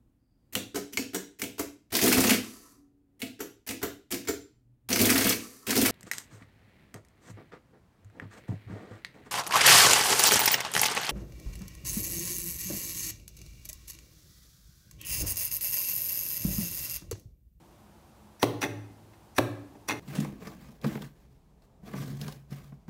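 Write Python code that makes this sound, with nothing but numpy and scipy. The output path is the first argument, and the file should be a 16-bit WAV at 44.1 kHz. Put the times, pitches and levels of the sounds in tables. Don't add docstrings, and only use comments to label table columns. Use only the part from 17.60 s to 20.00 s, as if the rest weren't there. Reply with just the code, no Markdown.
import sys
import numpy as np
from scipy import signal
from scipy.fft import rfft, irfft, next_fast_len
from scipy.io import wavfile

SR = 44100
rng = np.random.default_rng(int(sys.argv[2]) if len(sys.argv) > 2 else 0)


def makeup_ratio(level_db):
    decades = np.asarray(level_db, float) / 20
    return 10 ** decades


def master(y):
    cut = np.clip(np.atleast_2d(y).T, -1, 1)
    pcm = np.round(cut * 32767)
    wavfile.write(sys.argv[1], SR, pcm.astype(np.int16))


N = 105663
GRIT_PER_S, RATTLE_PER_S = 24000, 13000


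def evened(x):
    return x / np.sqrt(np.mean(x ** 2) + 1e-20)


def read(points, hz):
    table_hz, value = np.transpose(points)
    return np.interp(np.log(hz + 1), np.log(table_hz + 1), value)


def coloured(x, points):
    size = next_fast_len(len(x))
    gain = makeup_ratio(read(points, np.fft.rfftfreq(size, 1 / SR)))
    return irfft(rfft(x, size) * gain, size)[:len(x)]


def air():
    # frequency in Hz, density in dB per Hz.
    tone_spectrum = [(15, -35), (25, -22.5), (59, 2), (184, -4.5), (216, -0.5), (290, -13.5), (853, -9),
                     (1810, -23.5), (15700, -32.5)]
    # frequency in Hz, bandwidth in Hz, level in dB.
    fans = [(72, 6.1, -83), (209.6, 4, -68.5), (335, 75, -67)]
    out = makeup_ratio(-57) * evened(coloured(rng.standard_normal(N), tone_spectrum))
    hz = np.fft.rfftfreq(N, 1 / SR)
    for centre_hz, width_hz, db in fans:
        resonance = 1 / (1 + (2 * (hz - centre_hz) / width_hz) ** 2)
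        hum = irfft(rfft(rng.standard_normal(N)) * resonance, N)
        out += makeup_ratio(db) * evened(hum)
    return out


def room(x):
    # frequency in Hz, t60 in s.
    decay_times = [(150, 1), (500, 0.58), (1500, 0.59), (4000, 0.52), (8000, 0.47), (15000, 0.35)]
    # frequency in Hz, level in dB.
    reflection_colour = [(140, -31), (230, 13), (1000, 2.5), (4000, 1.5), (9000, 2), (15000, 5)]
    room_db, gap_s, rise_s = -11.5, 0.0035, 0.018
    taps = np.zeros(SR)
    at = np.arange(0, SR - 20, 20) + rng.integers(0, 20, (SR - 1) // 20)
    taps[at] = rng.choice([-1., 1.], len(at))
    hz, t, z = signal.stft(taps, SR, nperseg=256)
    decay_db = -60 * t / read(decay_times, hz)[:, None]
    z = z * makeup_ratio(read(reflection_colour, hz)[:, None] + decay_db)
    tail = signal.istft(z, SR, nperseg=256)[1][:SR]
    tail = tail * np.clip((np.arange(SR) / SR - gap_s) / rise_s, 0, 1)
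    return makeup_ratio(room_db) * signal.fftconvolve(x, tail / np.linalg.norm(tail))[:N]


def ring(modes, order, size, longer=1, rise=0, wave=np.sin):
    t = np.arange(size) / SR
    out = np.zeros(size)
    for k, mode in enumerate(modes):
        hz, t60 = mode[0], mode[1] * longer
        sign = (-1) ** k if rise else 1
        onset = 1 - np.exp(-(t + 1 / SR) * hz ** 2 / (100 * rise + 1e-9))
        out += sign * makeup_ratio(mode[order] - 60 * t / t60) * wave(2 * np.pi * hz * t) * onset
    return out


def grit(rate):
    spread_db = 1.7
    size = makeup_ratio(spread_db * np.minimum(rng.exponential(1, N), 4)) * rng.choice([-1., 1.], N)
    return evened(size * (rng.random(N) < rate / SR))


def steel(ringing, fizzing, strikes, rate, order, bare_db, longer=1, sheen_db=0):
    # frequency in Hz, t60 in s, then level in dB in a pull, a release, a slide.
    core_modes = [(1124, 0.0069, 12.5, 5.5, -43), (1440, 0.017, -13, -9, -43), (1842, 0.014, -3, 6, -2.5),
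                  (2119, 0.026, -7, 4, -8), (2526, 0.015, 1, 7.5, -6), (3434, 0.0091, 4.5, 4, -7.5),
                  (4000, 0.0051, -8, -1.5, -22), (5823, 0.024, -9, -5, 1.5), (5890, 0.019, -18, -9.5, -16)]
    # frequency in Hz, level in dB.
    contact_spectrum = [(600, -62), (1300, -42), (2800, -24.5), (5000, -6), (7000, -13.5), (10000, -8.5),
                        (14000, -13), (16000, -9)]
    sheen_hz = 11200
    body = ring(core_modes, order=order, size=4000, longer=longer)
    rung = signal.oaconvolve(ringing * grit(rate) + strikes, body / np.linalg.norm(body))[:N]
    fizz = coloured(fizzing * grit(GRIT_PER_S), contact_spectrum)
    fizz = coloured(fizz, [(sheen_hz / 0.75, 0), (sheen_hz * 2.3, sheen_db)])
    return rung + makeup_ratio(bare_db) * 2 * fizz


def slides():
    # start in s, end in s.
    spans = [
        (.7955, .809),
        (.809, .831),
        (1.009, 1.022),
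        (1.749, 1.763),
        (1.763, 1.785),
        (2.275, 2.290),
    ]
    # level at the start in dB, level at the end in dB.
    scrape_levels = [
        (-51, -58),
        (-56, -27),
        (-50.5, -29.5),
        (-60, -54),
        (-44, -38),
        (-60.5, -24),
    ]
    t = np.arange(N) / SR
    level = np.zeros(N)
    for span, ends_db in zip(spans, scrape_levels):
        level += (t > span[0]) * (t < span[1]) * makeup_ratio(np.interp(t, span, ends_db))
    return steel(level, level, 0, GRIT_PER_S, order=4, bare_db=1.5)


def bench(order, sway_db):
    # frequency in Hz, t60 in s, level in dB in a pull, in a release.
    plate_modes = [(250, 0.012, -4.5, -21), (418, 0.011, -0.5, -17), (583, 0.065, -18, -1),
                   (1149, 0.034, 11.5, -17)]
    # frequency in Hz, t60 in s, level in dB in a pull, in a release.
    wood_modes = [(161.3, 0.9, -21.5, -22), (232.7, 0.11, -18, -31), (291.2, 0.16, -7.5, -2),
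                  (355.3, .15, -14, -12), (400, 0.097, -17.5, -5.5), (461, 0.078, -15, -10.5),
                  (537, 0.047, 2.5, -11.5), (622.3, 0.066, -1.5, -7.5), (696, 0.052, -8, -11),
                  (769, 0.079, -5.5, -1), (850, 0.057, 0, 5), (990, 0.032, 1.5, -4)]
    # frequency in Hz, t60 in s, level in dB in a pull, in a release.
    rocking_modes = [(105.7, 1.1, -19, -9), (108.8, .85, -14, -7), (120, .38, 0, -2)]
    knock = makeup_ratio(1) * ring(plate_modes, order=order, size=SR, wave=np.cos)
    wood = ring(wood_modes, order=order, size=SR, rise=0.24)
    sway = makeup_ratio(sway_db) * ring(rocking_modes, order=order, size=SR, rise=3.4)
    return knock + wood + sway


def blows(rows, order, longer, bare_db, rate, sway_db, sheen_db=0):
    lead_s, push_s = 0.00062, 0.00032
    fizz_longer = 1.27
    strike_db = 5
    t = np.arange(N) / SR
    ringing, fizzing, strikes, push = np.zeros((4, N))
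    for s, clatter_db, thump_db, length_s in rows:
        near = slice(round(s * SR) - 400, round(s * SR) + 3000)
        u = t[near] - s
        strikes[round(s * SR)] += makeup_ratio(clatter_db + strike_db)
        ringing[near] += makeup_ratio(clatter_db) * np.exp(-abs(u) / np.where(u > 0, length_s, lead_s))
        fizzing[near] += makeup_ratio(clatter_db) * np.exp(-abs(u) / np.where(u > 0, length_s * fizz_longer, lead_s))
        push[near] += makeup_ratio(thump_db) * np.exp(-.5 * (u / push_s) ** 2) / (push_s * SR)
    clatter = steel(ringing, fizzing, strikes, rate, order, bare_db, longer, sheen_db)
    return clatter - signal.fftconvolve(push, bench(order, sway_db))[:N]


def pulls():
    # time in s, clatter level in dB, thump level in dB, clatter length in s.
    slams = [
        (.8280, -27, -37, 0.0018),
        (.8300, -13.5, -27, 0.0013),
        (.8328, -28, -20.5, 0.0029),
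        (.8365, -30, -41.5, 0.0058),
        (.843, -30, -42.5, 0.0021),
        (1.7818, -20.5, -43, 0.0005),
        (1.7838, -16, -26, 0.0024),
        (1.7866, -16.5, -20, 0.00067),
        (1.790, -35, -37, 0.0098),
        (1.796, -36.5, -35.5, 0.0017),
    ]
    return blows(slams, order=2, longer=0.36, bare_db=-5, rate=GRIT_PER_S, sway_db=-7.5)


def releases():
    # time in s, clatter level in dB, thump level in dB, clatter length in s.
    bounces = [(1.0188, -26.5, -55.5, 0.0062), (1.0278, -25, -39.5, 0.0028), (1.0305, -28, -34, 0.0082),
               (1.0388, -29.5, -36, 0.0083), (1.049, -37, -36, 0.0032), (1.058, -44, -35, 0.015),
               (2.2868, -31.5, -60, 0.0091), (2.291, -33.5, -43, 0.001), (2.296, -23.5, -44, 0.0015),
               (2.300, -23.5, -63, 0.0015), (2.3075, -26, -42, 0.0064), (2.3172, -29, -35.5, 0.0017),
               (2.325, -32, -61, 0.0027), (2.336, -41, -37.5, 0.003), (2.357, -59, -46, 0.007),
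               (1.535, -60.5, -77, 0.013), (2.152, -61, -51, 0.009)]
    return blows(bounces, order=3, longer=.75, bare_db=-10, rate=RATTLE_PER_S, sway_db=-13, sheen_db=3.5)


def scene():
    plunger = pulls() + slides() + releases()
    low_cut = signal.butter(4, 82, "high", fs=SR, output="sos")
    plunger = signal.sosfilt(low_cut, plunger)
    return (plunger + room(plunger) + air())[None]


def top_cut(x):
    return signal.sosfilt(signal.butter(12, 15810, fs=SR, output="sos"), x)


def record(dry):
    edge = signal.firwin(401, 15750, window=("kaiser", 9), fs=SR)
    mix = signal.oaconvolve(dry, edge[None], "same")
    return top_cut(mix)


dry = scene()
out = record(dry)
master(out)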